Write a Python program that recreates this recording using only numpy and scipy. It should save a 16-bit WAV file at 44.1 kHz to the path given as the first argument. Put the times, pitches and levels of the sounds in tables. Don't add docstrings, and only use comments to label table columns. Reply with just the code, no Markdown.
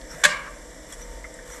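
import sys
import numpy as np
from scipy import signal
from scipy.fft import rfft, irfft
from scipy.io import wavfile

SR = 44100
rng = np.random.default_rng(int(sys.argv[2]) if len(sys.argv) > 2 else 0)


def to_wav(sig):
    pcm = np.clip(np.atleast_2d(sig), -1, 1) * 32767
    pcm = np.round(pcm).astype(np.int16)
    wavfile.write(sys.argv[1], SR, pcm.T)


N = 70560
TIME = np.arange(N) / SR

# start in seconds, relative ring level in dB,
# relative crack level in dB, brightness in Hz.
CONTACTS = [(0.2361, -24, -19, 7600), (.23872, -10.5, -2, 12000), (.2413, -15.5, -14, 6400),
            (.24723, -12, -13.5, 8400), (.25067, -10, -4.5, 8600), (.25244, -6.5, -7.5, 5730),
            (.25433, -17.5, -11, 2920), (.26095, -12.5, -20, 2130)]
# frequency in Hz, relative level in dB, t60 in seconds.
FRAME_MODES = [(596.5, -17.5, 0.12), (1164, -24, 0.062), (1270, -25.5, 0.062), (1420, -38, 0.11),
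               (1560, -33, 0.11), (1636, -5.5, .05), (1692, -4.5, 0.046), (1840, -8, .07),
               (2170, -15, 0.023), (2230, -12, .034), (2532, -11, 0.061), (3130, -14.5, 0.043),
               (3436, -5, 0.025), (3542, -11.5, 0.062), (3914, -11.5, 0.044), (6800, -34, 0.052),
               (7170, -21, 0.064)]
# frequency in Hz, relative level in dB.
CRACK_SPECTRUM = [(300, -36), (900, -23), (1600, 6.5), (2800, -2.5), (4200, -2.5), (4900, -6.5), (7600, 1),
                  (8600, -3.5), (9400, -12), (11000, -3.5), (12500, -31), (16000, -26)]
# start in seconds, level in dB, centre and width in Hz, t60 in seconds.
JOINT_TICKS = [(0.013, -42.5, 3880, 1470, 0.022), (.924, -43, 3320, 156, 0.052),
               (.924, -39, 7900, 3000, 0.11), (1.2415, -32.5, 2070, 288, 0.048),
               (1.243, -43.5, 1290, 201, 0.068), (1.340, -40, 7900, 1220, 0.038),
               (1.386, -41.5, 1740, 302, .07)]
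# peak time in seconds, level in dB, half length in seconds,
# centre and width in Hz.
JOINT_RUBS = [(.118, -44, .018, 5550, 500), (.145, -48, .02, 160, 50), (.13, -47, .03, 1600, 700),
              (.215, -42, .02, 1700, 400), (.19, -46, .025, 620, 120), (.467, -40, .014, 1500, 900),
              (.93, -47, .01, 5550, 250), (1.025, -47, .014, 5900, 300), (1.53, -46, .011, 5900, 250)]
# peak time in seconds, level in dB, half length in seconds.
PULP_SWELLS = [(0.137, -46, 0.026), (0.228, -47.5, 0.041), (0.92, -43.5, 0.021), (1.014, -48, 0.028),
               (1.127, -53.5, 0.039), (1.527, -45, 0.043), (1.595, -50, 0.017)]
# frequency in Hz, relative level in dB.
PULP_SPECTRUM = [(300, -16.5), (1000, 6.5), (2000, 9), (2700, -6), (3500, 0), (4700, -12.5), (5700, -1),
                 (8000, 3), (10000, -10), (12000, -3), (15000, -47)]
# frequency in Hz, relative level in dB.
ROOM_SPECTRUM = [(150, 12.5), (450, -3), (620, 1.5), (850, -12), (1220, 4), (1400, -4), (1650, -7.5),
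                 (2000, 1.5), (2700, -9.5), (3500, -7), (4700, -14), (5400, -7), (6300, -10.5), (7600, -8),
                 (9500, -22), (11000, -13), (13000, -38)]
# frequency in Hz, t60 in seconds.
ROOM_DECAY = [(150, 0.38), (600, 0.75), (1600, 0.62), (3200, 0.43), (6000, 0.19), (12000, 0.41)]
# frequency in Hz, relative level in dB.
ROOM_TONE_SPECTRUM = [(20, -6.5), (60, -10), (100, -10.5), (160, -6), (300, -5.5), (400, -9), (520, -1),
                      (650, -4.5), (820, -15.5), (950, -12.5), (1400, -17), (1900, -7), (2200, -15.5),
                      (2700, -29.5), (3400, -17.5), (4300, -28.5), (5800, -14), (6600, -20.5), (7600, -15),
                      (8500, -22), (10000, -28), (11800, -26), (12400, -45), (16000, -44)]
# frequency in Hz, level in dB.
HUM_TONES = [(145.3, -67), (242.2, -69.5), (306.8, -59.5), (489.9, -53.5), (522.2, -56.5), (651.4, -58.5),
             (915.2, -60.5)]
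# time in seconds, relative level in dB.
RUMBLE_LEVELS = [(0.0, -48), (0.016, -44.5), (0.346, -49), (0.998, -45), (1.136, -38.5), (1.438, -50),
                 (1.488, -40), (1.6, -51)]


def linkage_clack(crack_db=-9.5, crack_t60_s=0.053, crack_band_hz=(970, 12600)):
    force, crack_power, snaps = np.zeros((3, N))
    for start, ring_db, contact_db, bright_hz in CONTACTS:
        softness = np.exp(-2 * np.pi * bright_hz / SR)
        click = np.maximum(1 - abs(TIME - start) * SR, 0)
        force += from_db(ring_db) * signal.lfilter([1 - softness], [1, -softness], click + 1e-18)
        crack_power += (from_db(contact_db) * decay(start, crack_t60_s)) ** 2
        snaps += from_db(contact_db) * click
    frame = sum(from_db(db) * ring(force, hz, t60) for hz, db, t60 in FRAME_MODES)
    for _ in range(2):
        frame = band(frame, 522, 13900)
    crack = from_db(crack_db) * np.sqrt(crack_power) * coloured(CRACK_SPECTRUM)
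    return frame, band(crack, *crack_band_hz), band(snaps, *crack_band_hz)


def counter_thud(start_s=0.261, hz=183, attack_s=0.004, t60_s=0.052):
    age = np.maximum(TIME - start_s, 0)
    envelope = (1 - np.exp(-age / attack_s)) * decay(start_s, t60_s)
    return from_db(-23.5) * envelope * np.sin(2 * np.pi * hz * age)


def joint_ticks():
    bursts = sum(friction(from_db(db) * decay(start, t60), hz, width)
                 for start, db, hz, width, t60 in JOINT_TICKS)
    return band(bursts, 500, 11100)


def joint_rubs():
    return sum(friction(from_db(db) * swell(peak, half), hz, width)
               for peak, db, half, hz, width in JOINT_RUBS)


def pulp_hiss(grain_db=2.5, grains_per_s=300):
    flow = sum(from_db(db) * swell(peak, half) for peak, db, half in PULP_SWELLS)
    hiss = coloured(PULP_SPECTRUM) * from_db(grain_db * drift(grains_per_s))
    return flow * unit_rms(hiss)


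def kitchen_reverb(sound, gap_s=0.0078, longest_hold_s=0.081, hold_below_hz=7500):
    edges = np.geomspace(100, 16000, 17)
    response = np.zeros(N)
    for low, high in zip(edges, edges[1:]):
        hz = np.sqrt(low * high)
        hold_s = longest_hold_s / (1 + (hz / hold_below_hz) ** 2)
        envelope = np.where(TIME < hold_s, 1, decay(hold_s, at_hz(ROOM_DECAY, hz)))
        response += from_db(at_hz(ROOM_SPECTRUM, hz)) * envelope * band_noise(low, high)
    response *= (TIME > gap_s) / np.sqrt(SR / 10)
    return from_db(-13) * signal.fftconvolve(sound, response)[:N]


def close_reflections(sound, depth_db=3, spacing_hz=69.46, above_hz=2200):
    hz = np.arange(N + 1) * SR / (2 * N)
    ripple = np.interp(hz / spacing_hz, np.arange(N), rng.standard_normal(N))
    gain = from_db(depth_db * ripple * (hz > above_hz))
    return irfft(rfft(sound, 2 * N) * gain)[:N]


def appliance_hum(depth=0.94, wavers_per_s=9.02):
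    hum = np.zeros(N)
    for hz, db in HUM_TONES:
        waver = 1 + depth * (drift(wavers_per_s) + 1j * drift(wavers_per_s))
        tone = np.exp(2j * np.pi * (hz * TIME + rng.random()))
        hum += from_db(db) * unit_rms(np.real(waver * tone))
    return hum


def rumble(band_hz=(29, 56.5), trim_db=-0.5):
    deep = band(band_noise(*band_hz), *band_hz)
    level_db = trim_db + np.interp(TIME, *np.transpose(RUMBLE_LEVELS))
    return from_db(level_db) * unit_rms(deep)


def room_tone():
    return from_db(-45.5) * coloured(ROOM_TONE_SPECTRUM)


def ring(force, hz, t60):
    radius, angle = from_db(-60 / (t60 * SR)), 2 * np.pi * hz / SR
    return signal.lfilter([0, np.sin(angle)], [1, -2 * radius * np.cos(angle), radius**2], force + 1e-18)


def friction(envelope, hz, width):
    noise = envelope * rng.standard_normal(N)
    return band(noise, hz - width / 2, hz + width / 2) * np.sqrt(SR / 2 / width)


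def decay(start, t60):
    return (TIME >= start) * from_db(-60 * np.maximum(TIME - start, 0) / t60)


def swell(peak_s, half_s):
    return np.exp(-0.5 * ((TIME - peak_s) / half_s) ** 2)


def drift(per_s):
    return np.interp(TIME * per_s, np.arange(N), rng.standard_normal(N))


def coloured(spectrum):
    gain = from_db(at_hz(spectrum, np.arange(N // 2 + 1) * SR / N))
    return unit_rms(irfft(rfft(rng.standard_normal(N)) * gain, N))


def band_noise(low_hz, high_hz):
    return band(rng.standard_normal(N + SR // 2), low_hz, high_hz)[-N:]


def band(x, low_hz, high_hz):
    return signal.sosfilt(signal.butter(2, [low_hz, high_hz], "band", fs=SR, output="sos"), x + 1e-18)


def at_hz(table, hz):
    table_hz, values = np.transpose(table)
    return np.interp(np.log(hz + 1), np.log(table_hz), values)


def from_db(db):
    return 10 ** (np.asarray(db) / 20)


def unit_rms(x):
    return x / np.sqrt(np.mean(x ** 2) + 1e-20)


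def scene():
    frame, crack, snaps = linkage_clack()
    press = frame + counter_thud() + joint_ticks()
    reverb = kitchen_reverb(press + from_db(30) * snaps)
    around = reverb + pulp_hiss() + appliance_hum() + rumble() + room_tone()
    return (press + crack + joint_rubs() + close_reflections(around))[None]


def record(dry, ceiling=0.9, stop_hz=16800):
    rounded = dry / (1 + (dry / ceiling) ** 8) ** (1 / 8)
    return signal.sosfilt(signal.cheby2(12, 70, stop_hz, fs=SR, output="sos"), rounded)


dry = scene()
out = record(dry)
to_wav(out)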